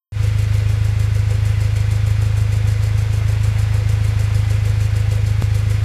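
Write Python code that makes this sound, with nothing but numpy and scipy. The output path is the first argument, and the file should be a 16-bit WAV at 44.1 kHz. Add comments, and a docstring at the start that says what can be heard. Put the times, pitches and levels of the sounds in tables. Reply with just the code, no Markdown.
"""Pickup truck idling, heard at the tailpipe

Four exhaust puffs per engine cycle boom in the muffler and ring the pipe. Gas rushes and crackles from
the opening, and once a cycle a sharp hiss spits, as from a small leak. The idle swells gently once.
The sound fades in quickly and skips once, with a click, near the end."""
import sys
import numpy as np
from scipy import signal
from scipy.fft import rfft, irfft, next_fast_len
from scipy.io import wavfile
from scipy.ndimage import map_coordinates

SR = 44100
rng = np.random.default_rng(int(sys.argv[2]) if len(sys.argv) > 2 else 0)


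def store_pcm(level_fs):
    """Save levels as 16-bit WAV."""
    pcm = np.round(np.clip(level_fs, -1, 1) * 32767).astype(np.int16)
    wavfile.write(sys.argv[1], SR, np.atleast_2d(pcm).T)


N = 257544
PADDED = N + SR // 10  # spare samples for the skip
TIME = np.arange(PADDED) / SR
IDLE_RPM, SWELL_CREST_S = 784.82, 3.45

# Table levels are relative. A position of 0 to 1 spans one engine cycle.
# knocks on the muffler's shell: position/cycle, level/dB
SHELL_KNOCKS = [(.28, 15.5), (0.779, 12.5)]
# tones the shell rings at: f/Hz, width/Hz, level/dB
SHELL_TONES = [(210, 7.9, -1), (235.3, 5.8, 4)]
# tone colour of the small pops: f/Hz, level/dB
POP_SPECTRUM = [(120, -35.5), (300, -7.5), (700, -2.5), (1200, -6), (1800, -9.5), (3000, -21), (8000, -48)]
# sharp pressure jumps that strike the pipe: position/cycle, level/dB
PRESSURE_JUMPS = [(0.031, -1), (.2, -8.5), (0.28, -5.5), (.44, -4.5), (0.549, 2.5), (.61, 3.5), (0.781, -2),
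                  (.935, -1.5)]
# low tones of the pipe: f/Hz, width/Hz, level/dB
PIPE_LOW_TONES = [(367, 7, 0), (412, 10.6, 4), (407, 13, -28), (484.6, 8.9, 6.5), (498.7, 15.6, 4),
                  (500, 20, -36), (766, 18, -23)]
# high tones of the pipe, standing out of the gas noise: f/Hz, width/Hz, lift/dB (scaled by ring)
PIPE_HIGH_TONES = [(800, 22, 8.5), (1004, 49, 6), (1222, 29, 7), (1382, 22, 9.5), (1508, 130, 4.5),
                   (1684, 30, 6), (2030, 61, 7.5), (2124, 70, 5), (2360, 39, 6), (2470, 45, 8),
                   (2710, 47, 6), (2770, 40, 5.5), (2860, 20, 12), (3286, 230, 6.5), (3586, 220, 5),
                   (4280, 47, 7.5), (5020, 26, -12), (5080, 20, 8), (5300, 28, -1), (6185, 86, 8),
                   (7030, 570, 3.5), (7350, 360, 5), (7760, 230, 5), (9070, 140, 1.5), (10380, 110, 4.5),
                   (11200, 220, 1.5)]
# spits of the leak: peak position/cycle, level/dB, rise/s, hold/s
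LEAK_SPITS = [(.35, -14, .005, .010), (0.507, 0.5, 0.0067, 0.0091), (0.762, -3, 0.022, 0.0068)]
# tone colour of the leak's hiss: f/Hz, level/dB
LEAK_SPECTRUM = [(500, -28), (1200, -3), (2400, 1), (3600, -6), (4500, 3.5), (5600, 1.5), (7400, -2.5),
                 (9000, 0.5), (12000, -3.5), (14300, -8)]
# tone colour of the gas leaving the pipe: f/Hz, level/dB
RUSH_SPECTRUM = [(20, 2), (100, 13.5), (200, 3.5), (290, -2.5), (480, -3.5), (700, -5.5), (1200, -6),
                 (1700, -4.5), (2300, -3.5), (3100, -11), (5000, -11.5), (7500, -20.5), (11000, -22.5),
                 (14300, -30.5)]
# exhaust puffs in firing order: position/cycle, level/dB
EXHAUST_PUFFS = [(0, -2.5), (1 / 4, -0.0078), (1 / 2, 0), (3 / 4, 0.028)]
# the muffler's answer to one puff: f/Hz, level/dB
MUFFLER_SPECTRUM = [(8, -65), (26, -25.5), (52, -10), (79, -7), (98, .3), (105, 0), (131, -15),
                    (157, -25.5), (185, -42), (300, -62), (1000, -105)]


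def amp(db):
    """Turn decibels into a gain."""
    return 10 ** (np.asarray(db) / 20)


def unit(x):
    """Scale to an average (rms) level of 1."""
    return x / np.sqrt(np.mean(x ** 2) + 1e-20)


def level_at(spectrum, hz):
    """Read a spectrum's level in dB between its points, on a log frequency axis."""
    freqs, levels = np.transpose(spectrum)
    return np.interp(np.log(hz + 1), np.log(freqs + 1), levels)


def wobble(rate):
    """A smooth curve through `rate` random points a second."""
    return map_coordinates(rng.standard_normal(int(TIME[-1] * rate) + 4), [TIME * rate])


def filtered(x, response):
    """Shape each frequency in x by response(hz)."""
    size = 2 * next_fast_len(PADDED // 2 + SR // 4)
    hz = np.fft.rfftfreq(size, 1 / SR)
    return irfft(rfft(x, size) * response(hz), size)[..., :x.shape[-1]]


def causal(gain):
    """A filter with this gain that rings only after the blow (minimum phase)."""
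    cepstrum = irfft(np.log(gain))
    half = len(cepstrum) // 2
    cepstrum[1:half] *= 2
    cepstrum[half + 1:] = 0
    return np.exp(rfft(cepstrum))


def resonate(x, tones):
    """Let x ring a set of tones; narrower ones ring longer."""
    return filtered(x, lambda hz: sum(
        amp(db) * 1j * hz * width / (centre ** 2 - hz ** 2 + 1j * hz * width)
        for centre, width, db in tones))


def pulses(cycle, pattern, scatter_db, jitter_s):
    """Taps that repeat a pattern every cycle, each a little off in size and time."""
    position, db = np.transpose(pattern)
    due = np.arange(int(cycle[-1]) + 1)[:, None] + position
    time_error, size_error = rng.standard_normal((2,) + due.shape)
    times = np.interp(due, cycle, TIME) + jitter_s * time_error
    samples = np.clip(times * SR, 0, PADDED).astype(int)
    sizes = amp(db + scatter_db * size_error)
    return np.bincount(samples.ravel(), sizes.ravel(), PADDED + 1)[:PADDED]


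def engine_cycle(start=-.016, swell_rpm=8.58, rise_s=.8, fall_s=.45):
    """Count engine cycles, two crank turns each, as the idle speeds up once and settles."""
    since = TIME - SWELL_CREST_S
    rpm = IDLE_RPM + swell_rpm * np.exp(np.minimum(since / rise_s, -since / fall_s))
    return start + np.cumsum(rpm) / (2 * 60 * SR)


def underbody_echoes(x, echo_db=-12, decay_s=.092):
    """Add the many short echoes between the ground and the truck's underside."""
    t = TIME[:SR // 10]
    tail = rng.standard_normal(len(t)) * amp(-60 * t / decay_s) * (t > .003)
    return x + amp(echo_db) * signal.fftconvolve(x, tail / np.linalg.norm(tail))[:PADDED]


def gas_noise(spectrum, ring):
    """Swirling gas makes noise; ring sets how far the pipe's high tones stand out."""
    def colour(hz):
        lift_db = sum(db / (1 + (2 * (hz - centre) / width) ** 2)
                      for centre, width, db in PIPE_HIGH_TONES)
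        return amp(level_at(spectrum, hz) + ring * lift_db)
    noise = filtered(rng.standard_normal(PADDED), colour)
    return unit(underbody_echoes(noise))


def shell_thump(cycle):
    """Every second puff gives the muffler's shell a dull, uneven knock."""
    knocks = pulses(cycle, SHELL_KNOCKS, scatter_db=3, jitter_s=.00052)
    return amp(-49.5) * unit(resonate(knocks, SHELL_TONES))


def sputter(pops_per_s=300, spread_db=2.5, slope_db_per_s=4):
    """Small random pops crackle in the outflow, loudest when the engine runs fastest."""
    pops = (rng.random(PADDED) < pops_per_s / SR) * rng.choice([-1, 1], PADDED)
    pops = pops * amp(spread_db * rng.standard_normal(PADDED))
    crackle = filtered(pops, lambda hz: causal(amp(level_at(POP_SPECTRUM, hz))))
    return amp(-43 - slope_db_per_s * abs(TIME - SWELL_CREST_S)) * unit(crackle)


def pipe_ring(cycle):
    """Pressure jumps ring the pipe's low tones: a hollow patter."""
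    jumps = pulses(cycle, PRESSURE_JUMPS, scatter_db=2.2, jitter_s=.00023)
    return amp(-42.5) * unit(resonate(jumps, PIPE_LOW_TONES))


def leak_hiss(cycle, fall_db_per_s=396):
    """Once a cycle a sharp hiss spits out, with a faint one before it and a softer one a puff later."""
    cycle_s = 2 * 60 / IDLE_RPM
    power = amp(-39) ** 2  # a faint seep between spits
    for position, db, rise_s, hold_s in LEAK_SPITS:
        since_peak = ((cycle - position) * cycle_s + rise_s) % cycle_s - rise_s
        opening = np.clip(1 + since_peak / rise_s, 0, 1)
        fall_db = fall_db_per_s * np.maximum(since_peak - hold_s, 0)
        power = power + (opening * amp(db - fall_db)) ** 2
    level_db = -38.5 + .6 * wobble(8) + 1.4 * wobble(300)  # slow drift, fast flutter
    return amp(level_db) * np.sqrt(power) * gas_noise(LEAK_SPECTRUM, ring=1.22)


def gas_rush(cycle, surge_db=.56, flutter_db=.24, drift_db=.5):
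    """The outflow surges slightly with each puff and flutters as it swirls."""
    surge = -np.cos(2 * np.pi * (len(EXHAUST_PUFFS) * cycle - .2))
    level_db = surge_db * surge + flutter_db * wobble(260) + drift_db * wobble(2.8)
    return amp(-34) * unit(amp(level_db) * gas_noise(RUSH_SPECTRUM, ring=.65))


def muffler_boom(cycle):
    """Each puff sets the muffler swinging a few times: the deep, throbbing drone."""
    puffs = pulses(cycle, EXHAUST_PUFFS, scatter_db=.45, jitter_s=.00008)
    drone = filtered(puffs, lambda hz: causal(amp(level_at(MUFFLER_SPECTRUM, hz))))
    return amp(-15.5) * unit(drone)


def skip(exhaust, at_s=5.4233, jump_s=.0228, click_decay_s=.00045):
    """The sound skips a moment ahead, with a sharp click at the jump."""
    since = TIME[:N] - at_s
    after = since > 0
    kept = np.arange(N) + round(jump_s * SR) * after
    click = amp(-12.5) * after * np.exp(-abs(since) / click_decay_s)
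    return exhaust[kept] - click


def scene():
    """Add up the exhaust sounds in one channel; the engine cycle sets their rhythm."""
    cycle = engine_cycle()
    exhaust = muffler_boom(cycle) + shell_thump(cycle) + pipe_ring(cycle)
    exhaust += gas_rush(cycle) + sputter() + leak_hiss(cycle)
    return skip(exhaust)[None]


def record(dry, start_s=.1215, first_gain=.18, fade_s=.072, top_hz=14350):
    """After a short silence the sound fades in quickly; the highest treble is cut off."""
    since = TIME[:N] - start_s
    fade = (since > 0) * np.clip(first_gain + since / fade_s * (1 - first_gain), 0, 1)
    return filtered(dry * fade, lambda hz: hz < top_hz)


dry = scene()
out = record(dry)
store_pcm(out)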